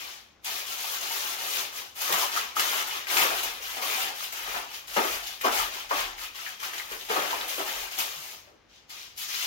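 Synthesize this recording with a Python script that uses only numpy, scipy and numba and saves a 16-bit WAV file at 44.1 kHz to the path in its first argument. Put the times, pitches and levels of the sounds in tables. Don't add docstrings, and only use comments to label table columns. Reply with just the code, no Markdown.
import sys
import numpy as np
from scipy import signal
from scipy.fft import rfft, irfft, next_fast_len
from scipy.io import wavfile
from numba import njit

SR = 44100
rng = np.random.default_rng(int(sys.argv[2]) if len(sys.argv) > 2 else 0)


def wav_record(signal):
    frames = np.transpose(np.atleast_2d(signal))
    bounded = np.clip(frames, -1, 1)
    quanta = np.round(bounded * 32767).astype(np.int16)
    wavfile.write(sys.argv[1], SR, quanta)


N = 417186

# pitch_hz, gain_db
HUM_TONE = [(26, -35), (45, 7), (97, 5), (172, -1), (200, -9), (260, -27), (440, -120)]
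# pitch_hz, gain_db
AIR_TONE = [(120, -31), (200, 6), (448, 4.5), (2470, -3), (6280, -12), (8270, -30), (16000, -30)]
# pitch_hz, width_hz, level_db
RUMBLE_BANDS = [(37, 9, 0), (62, 25, -9)]
# crest_s, gain_db
BOOMS = [(0.55, -70), (0.9, -83), (2.56, -71), (2.78, -69), (3.2, -58), (3.46, -56), (3.68, -61),
         (4.01, -63), (4.53, -57), (5.15, -50), (5.64, -53.5), (6.07, -52), (6.2, -56), (6.99, -61),
         (7.4, -60), (7.82, -55), (8.08, -65), (8.67, -77)]
# pitch_hz, difference_db
LEFT_OVER_RIGHT = [(60, 3.5), (110, -0.5), (200, 2.5), (380, 1), (700, 1.5), (1290, 4), (2380, 4),
                   (4400, 2.5), (8120, 7), (15000, 2)]
# pitch_hz, width_hz, gain_db
TRAY_NOTES = [(381, 22, -8), (545, 18, -14.5), (778, 35, -10.5), (1066, 17, -30), (1185, 110, -5)]
# start_s, level_db, pitch_hz
THUDS = [(2.125, -42.5, 176), (4.971, -30, 221), (5.454, -34, 251), (7.098, -45, 200), (8.165, -52, 154)]
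# start_s, level_db, fine_db (finest creases, relative to the avalanche)
GRIPS = [(0.4449, -25, 3), (1.1657, -24, -0.5), (1.4062, -34, -8), (1.7579, -31, 1), (1.9582, -45, -2.5),
         (2.0162, -22.5, 3), (2.1249, -11.5, 0.5), (2.3411, -23, -2), (2.363, -31, -9), (2.5686, -33, -8),
         (2.5951, -9, -3.5), (2.8706, -29, 6), (2.9093, -24, -9.5), (3.0724, -29, 1), (3.1713, -10, -2),
         (3.4312, -22.5, 6), (3.6396, -40, -2), (3.7701, -23, -16), (3.8218, -40, -5), (4.0816, -19, -15),
         (4.2366, -24, -1), (4.3241, -27, 5), (4.3727, -23, -4), (4.5202, -29, -9), (4.7403, -25, -11),
         (4.8729, -32.5, 1), (4.9661, -14, -16), (5.2672, -22, -2.5), (5.4118, -21, -5), (5.444, -31, -10),
         (5.7386, -25, -5.5), (5.8936, -34, -18), (5.9106, -29, -23), (6.235, -23, -4), (6.5979, -27, -8),
         (6.6318, -21, -7), (6.7801, -21.5, -6), (7.012, -31, -8), (7.0501, -26.5, -5), (7.0873, -26, -15),
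         (7.1, -32, -18), (7.306, -18, -8), (7.4133, -31, -5), (7.9154, -42, -9), (7.9874, -15, -3),
         (8.8943, -36, 0), (9.177, -33, 10), (9.3419, -16.5, -10)]
# start_s, level_db, pitch_hz
BUCKLES = [(0.843, -22, 940), (1.107, -24.5, 880), (1.435, -26, 710), (2.087, -32, 1510),
           (2.123, -12, 1840), (2.14, -12.5, 1060), (2.179, -15, 680), (2.199, -13, 875),
           (2.229, -14.5, 1035), (2.363, -11.5, 1450), (2.374, -11.5, 1290), (2.567, -11, 1249),
           (2.596, -8, 1530), (3.07, -11, 2160), (3.169, 1, 2500), (3.184, -9, 2480), (3.199, -9, 2820),
           (3.22, -7, 2780), (3.249, -19.5, 517), (3.312, -18, 734), (3.344, -22, 764), (3.434, -24, 2880),
           (3.769, -22.5, 750), (3.819, -20, 1090), (4.206, -26, 1250), (4.482, -35, 812),
           (4.967, -16, 620), (4.98, -32, 530), (4.997, -19.5, 380), (5.049, -23, 362), (5.09, -21, 2460),
           (5.4117, -12, 2140), (5.445, -12, 660), (5.599, -16.5, 1210), (5.912, -8, 1110),
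           (5.949, -27, 800), (6.184, -20, 2120), (6.249, -17, 2870), (6.464, -17, 1850), (6.63, -20, 1335),
           (6.649, -29, 1234), (6.735, -21, 1840), (6.799, -17.5, 2020), (7.011, -22, 3750),
           (7.099, -22, 440), (7.16, -14, 794), (7.178, -9.5, 1175), (7.329, -15.5, 970),
           (7.412, -11, 3820), (7.58, -23, 522), (7.601, -23, 716), (7.983, -23, 3270), (8.473, -35.5, 620),
           (8.519, -39, 420), (8.903, -36, 1610)]
# start_s, level_db, pitch_hz, ring_db (extra ring at that pitch)
PRESSES = [(2.091, -32, 880, -3), (3.23, -33, 690, -5), (3.3, -35, 770, 3), (3.78, -38.5, 810, -3),
           (4.1, -46.5, 806, 16), (4.46, -44.5, 810, 10), (4.54, -36, 815, 6), (4.964, -22, 628, 5.5),
           (5.443, -24, 755, 2), (5.908, -30.5, 780, 6.5), (5.97, -40.5, 760, 3), (6.91, -42, 380, 1),
           (7.098, -29, 560, 0), (7.162, -27, 394, 9.5), (7.582, -31.5, 530, 3.5), (8.47, -60, 480, 9)]
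# start_s, length_s, level_db, swell_db, panel_db, fine_db, span_hz, panel_hz
# panel_db and fine_db are relative to level_db; the span is the free foil between the hands.
STROKES = [(0, 0.15, -39.5, -6.5, -11, -9, 3100, 780), (0.458, 0.14, -35, -1.5, -10.5, -5.5, 3350, 814),
           (0.666, 0.065, -41, 5, -12.0, -3.5, 3300, 800), (0.779, 0.17, -39.5, 4.5, -9, -3, 3280, 816),
           (1.011, 0.32, -36.5, 1, -9, -5, 3100, 835), (1.118, 0.17, -38, -6.5, -7, -3, 2500.0, 850.0),
           (1.389, 0.2, -38.5, 6.5, -7.5, -3.5, 3160, 745), (1.724, 0.053, -47.5, 9, -7, -3.5, 3300, 820),
           (1.961, 0.052, -44, 7.5, -8.5, -2, 2500.0, 850.0),
           (2.016, 0.21, -36.5, 6, -6, -2.5, 2640, 910.0), (2.318, 0.058, -37.5, 7.0, -7, -6, 2210, 970.0),
           (2.567, 0.23, -32, 0, -6, -4.5, 2250, 950), (2.872, 0.094, -40.5, 4.5, -6.5, -7.5, 2450, 980),
           (3.067, 0.026, -43.5, 9.5, -6.5, -8.5, 2430, 870), (3.106, 0.12, -34, 6, -2, -0.5, 2600.0, 910),
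           (3.292, 0.1, -39.5, 5.5, -9.5, -3.5, 2500.0, 850.0),
           (3.434, 0.16, -35, -12, -4.5, -5, 2760, 840),
           (3.624, 0.15, -40.5, -0.5, -7.5, -2.5, 2990.0, 880.0),
           (3.823, 0.21, -35, 1, -4, -2.5, 2720.0, 780), (4.15, 0.086, -44.5, 7, -13, -3.5, 2910.0, 830.0),
           (4.325, 0.25, -42, 4, -6.5, -5.5, 2290, 810.0), (4.685, 0.067, -52, 11, -11.0, -5.5, 2760, 816),
           (4.881, 0.034, -44, 3.5, -11.5, -6, 2500.0, 850.0), (4.941, 0.2, -36.5, 2, -10, -4, 2120, 704),
           (5.233, 0.096, -40.5, -1, -17, -8, 2990.0, 840.0),
           (5.417, 0.013, -37.5, -17, -16.5, -3, 2500.0, 850.0),
           (5.448, 0.1, -30.5, -15, 5.5, -6, 1750.0, 760.0),
           (5.523, 0.074, -32, 2, -6, -4.0, 2320.0, 830.0),
           (5.725, 0.074, -40.5, 0.0, -7.5, -7, 2570, 840.0), (5.9, 0.094, -40.5, 9, -8.5, -6.0, 2350, 780),
           (6.18, 0.041, -44.5, 5, -9.5, -5, 2470.0, 1010), (6.352, 0.14, -43, 1.5, -11, -6.5, 2440, 960),
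           (6.6, 0.051, -47, 9.5, -7.5, -4, 2350, 1010), (6.733, 0.13, -41, -5.5, -7, -4.5, 2360.0, 810),
           (6.89, 0.033, -49.0, 8, -6, -1, 2440.0, 605), (6.994, 0.092, -49, -5, -15.0, 0, 3310.0, 600.0),
           (7.098, 0.35, -35, -6, 0.5, -4.5, 2310.0, 740), (7.484, 0.15, -36.5, -4, -10, -2, 2560.0, 640.0),
           (7.665, 0.17, -36.5, -2.0, -6, -5.0, 2570, 740), (7.914, 0.41, -40, -3.0, -11, -6, 2980, 800),
           (7.985, 0.028, -31.0, -2.5, -8, -2.5, 2500.0, 850.0),
           (8.695, 0.065, -58.5, 6.5, -26, -22, 2850.0, 620.0),
           (8.904, 0.13, -42, -1, -20, -13, 2900.0, 880.0), (9.176, 0.046, -41, 7, -23, -7, 3100.0, 870.0),
           (9.287, 0.157, -36, 5, -20, -8, 2800, 1050)]
# time_s, boost_db
SPAN_BOOST = [(0, 2.5), (1.8, 2.5), (2.2, 3), (3.2, 4), (4.5, 4.5), (5.5, 2.5), (6.5, 5), (7.5, 4),
              (8.5, 0), (9.46, 3.5)]
# pitch_hz, gain_db
FOIL_TONE = [(71, -53), (120, -32.5), (341, -12.5), (378, -12.5), (410, -11), (524, -8), (617, -9),
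             (727, -6), (1100, -5), (1900, -4.5), (3110, -3.5), (4060, -5.5), (6630, -5.5), (8140, -14),
             (12800, -7), (16000, -6.5)]

SNAPS_PER_S, PANEL_EDGE_HZ, FINE_EDGE_HZ = 16000, 1610, 7400
ATTACK_DB_PER_S, BLOW_S = 1000, 0.025
AVALANCHE_DB, AVALANCHE_S = -14.5, 0.12


def undb(db):
    return 10 ** (np.asarray(db) / 20)


def set_level(x, db):
    return x * undb(db) / np.sqrt(np.mean(x ** 2))


def colour(x, table):
    hz, db = np.transpose(table)
    size = next_fast_len(x.shape[-1])
    bin_hz = np.arange(size // 2 + 1) * SR / size + 1
    gain = undb(np.interp(np.log(bin_hz), np.log(hz), db))
    return irfft(rfft(x, size) * gain, size)[..., :x.shape[-1]]


def envelope(t, start, length, db, swell_db, rise, fall):
    progress = np.clip((t - start) / np.maximum(length, .005), 0, 1)
    before, after = np.maximum(start - t, 0), np.maximum(t - start - length, 0)
    return undb(db + swell_db * progress - rise * before - fall * after) ** 2


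def right_delays(count, mean_s=0.000296, spread_s=0.00008):
    return SR * (mean_s + spread_s * rng.standard_normal(count))


@njit
def rings(start_s, hz, cycles, size, delay):
    out = np.zeros((2, N))
    for k in range(len(start_s)):
        pole = 2j * np.pi * hz[k] / SR - 7 * hz[k] / SR / cycles[k]
        wave_step, onset_step = np.exp(pole), np.exp(-hz[k] / SR)
        for side in range(2):
            at = start_s[k] * SR + side * delay[k]
            first = int(at) + 1
            wave, onset = size[k] * np.exp(pole * (first - at)), onset_step ** (first - at)
            for j in range(max(first, 0), min(first + int(cycles[k] * SR / hz[k]) + 2, N)):
                out[side, j] += wave.imag * (1 - onset)
                wave *= wave_step
                onset *= onset_step
    return out


def background(tone, db, width):
    noise = rng.standard_normal(N) + width * rng.standard_normal((2, N))
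    return set_level(colour(noise, tone), db)


def rumble():
    deep = 0
    for hz, width, db in RUMBLE_BANDS:
        band = signal.butter(2, (hz - width / 2, hz + width / 2), "bandpass", fs=SR, output="sos")
        deep += set_level(signal.sosfilt(band, rng.standard_normal(N)), db)
    t = np.arange(0, N, 100) / SR
    crest, db = np.transpose(BOOMS)[:, :, None]
    swell = envelope(t, crest, 0, db, 0, rise=87, fall=115).sum(0)
    return deep * np.interp(np.arange(N) / SR, t, np.sqrt(swell))


def kitchen_echo(x, count=7, round_s=0.3, low_fade_s=0.21, high_fade_s=0.13, gain_db=-1.5):
    t = np.arange(SR // 3) / SR
    out = 0
    for k in range(count):
        noise = rng.standard_normal((2, len(t)))
        low = signal.lfilter(*signal.butter(1, 2000, fs=SR), noise)
        tail = low * undb(-60 * t / low_fade_s) + (noise - low) * undb(-60 * t / high_fade_s)
        tail *= np.clip(t / 0.0019, 0, 1)
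        tail /= np.sqrt(np.sum(tail ** 2) / 2)
        turn = (np.arange(N) / SR / round_s - k / count) % 1
        share = np.cos(np.pi / 2 * np.clip(count * np.minimum(turn, 1 - turn), 0, 1))
        out += signal.oaconvolve(x * share, tail, axes=1)[:, :N]
    return undb(gain_db) * out


def tray_ring(sheet):
    return sum(undb(db) * signal.lfilter(*signal.iirpeak(hz, hz / width, fs=SR), sheet)
               for hz, width, db in TRAY_NOTES)


def tray_thuds(cycles=36.0):
    start, db, hz = np.transpose(THUDS)
    return rings(start, hz, np.full(len(hz), cycles), undb(db), right_delays(len(hz)))


def grip_cracks(count=5, cycles=4.6, gain_db=-2.5):
    start, db, _ = np.repeat(GRIPS, count, axis=0).T
    octaves = 1.5 * (np.arange(count) + rng.random((len(GRIPS), count))) / count
    hz = 1500 * 2 ** octaves.ravel()
    return rings(start, hz, np.full(len(hz), cycles), undb(db + gain_db), right_delays(len(hz)))


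def panel_buckles(count=24, rattle_s=0.044, rattle_octaves=0.3, rattle_db=-11.5):
    start, db, panel_hz = np.transpose(BUCKLES)[:, :, None]
    when, strength, length = rng.random((len(BUCKLES), count, 3)).transpose(2, 0, 1)
    is_rattle = np.arange(count) > 0
    late = is_rattle * when ** 2
    octaves = is_rattle * rattle_octaves * rng.standard_normal(late.shape)
    hz = np.clip(panel_hz * 2 ** octaves, 200, 6000)
    size = undb(db - 15 * late) * np.where(is_rattle, undb(rattle_db) * (2 * strength - 1), 1)
    pop_s = start + late * rattle_s
    cycles = 19.6 * (0.17 + length)
    pops = rings(pop_s.ravel(), hz.ravel(), cycles.ravel(), size.ravel(), right_delays(late.size))
    return signal.sosfilt(signal.butter(3, 260, "high", fs=SR, output="sos"), pops)


def hand_effort(snap_s):
    t = np.arange(N // 44 + 2) * 44 / SR
    start, length, db, swell_db, panel_db, fine_db, span_hz, panel_hz = np.transpose(STROKES)[:, :, None]
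    strokes = envelope(t, start, length, db, swell_db, ATTACK_DB_PER_S, fall=113)
    broad = envelope(t, start, length, db + panel_db, swell_db, ATTACK_DB_PER_S, fall=115)
    fine = envelope(t, start, length, db + fine_db, swell_db, ATTACK_DB_PER_S, fall=157)
    start, db, press_hz, ring_db = np.transpose(PRESSES)[:, :, None]
    blow = envelope(t, start, BLOW_S, db, 0, 10 * ATTACK_DB_PER_S, fall=400)
    settle = envelope(t, start, 0, db - 4, 0, 10 * ATTACK_DB_PER_S, fall=93)
    presses = blow + settle
    crackle, panels = strokes.sum(0), broad.sum(0) + presses.sum(0)
    span_hz = (strokes * span_hz).sum(0) / crackle
    panel_hz = ((broad * panel_hz).sum(0) + (presses * press_hz).sum(0)) / panels
    ring_db = (presses * ring_db).sum(0) / panels
    curves = crackle, panels, fine.sum(0), span_hz, panel_hz, ring_db
    crackle, panels, fine, span_hz, panel_hz, ring_db = (np.interp(snap_s, t, c) for c in curves)
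    for start, db, fine_db in GRIPS:
        during = slice(*np.searchsorted(snap_s, (start, start + AVALANCHE_S)))
        avalanche = undb(db + AVALANCHE_DB - 60 * (snap_s[during] - start) / AVALANCHE_S) ** 2
        crackle[during] += avalanche
        fine[during] += avalanche * undb(fine_db) ** 2
    return crackle, panels, fine, span_hz, panel_hz, ring_db


def nearness(hz, centre_hz, octaves):
    return np.exp(-(np.log2(hz / centre_hz) / octaves) ** 2)


def foil_crackle():
    count = SNAPS_PER_S * N // SR
    when, pitch, strength, direction, length = rng.random((count, 5)).T
    snap_s = (np.arange(count) + when) / SNAPS_PER_S
    hz = 120 + 16500 * pitch ** 1.3114
    crackle, panels, fine, span_hz, panel_hz, ring_db = hand_effort(snap_s)
    low_db = (10 * np.log10(panels / crackle) + 4) / (1 + (hz / PANEL_EDGE_HZ) ** 2.75)
    high_db = (10 * np.log10(fine / crackle) + 4.5) / (1 + (FINE_EDGE_HZ / hz) ** 8)
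    span_db = np.interp(snap_s, *np.transpose(SPAN_BOOST)) * nearness(hz, span_hz, 0.84)
    hollow_db = 4.5 * nearness(hz, panel_hz, 0.64)
    scatter_db = -2 * np.log(strength + 0.0043)
    size = np.sqrt(crackle) * undb(low_db + high_db + span_db + hollow_db + scatter_db)
    size *= (hz / 3000) ** 0.57
    ring = undb(ring_db * nearness(hz, panel_hz, 0.07))
    size *= np.sqrt(ring) * np.sign(direction - .5)
    cycles = ring * 9.57 * (0.37 + length)
    return undb(9.5) * colour(rings(snap_s, hz, cycles, size, right_delays(count)), FOIL_TONE)


def scene():
    sheet = foil_crackle() + panel_buckles() + grip_cracks()
    sheet += tray_ring(sheet)
    mix = tray_thuds() + sheet + kitchen_echo(sheet)
    mix += background(HUM_TONE, db=-69.5, width=0.61) + background(AIR_TONE, db=-62.5, width=1.2)
    left, right = mix + rumble()
    balance = np.array(LEFT_OVER_RIGHT)
    return np.array([colour(left, balance * [1, .5]), colour(right, balance * [1, -.5])])


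def record(dry, top_hz=15850):
    return signal.sosfilt(signal.ellip(14, .2, 95, top_hz, fs=SR, output="sos"), dry)


dry = scene()
out = record(dry)
wav_record(out)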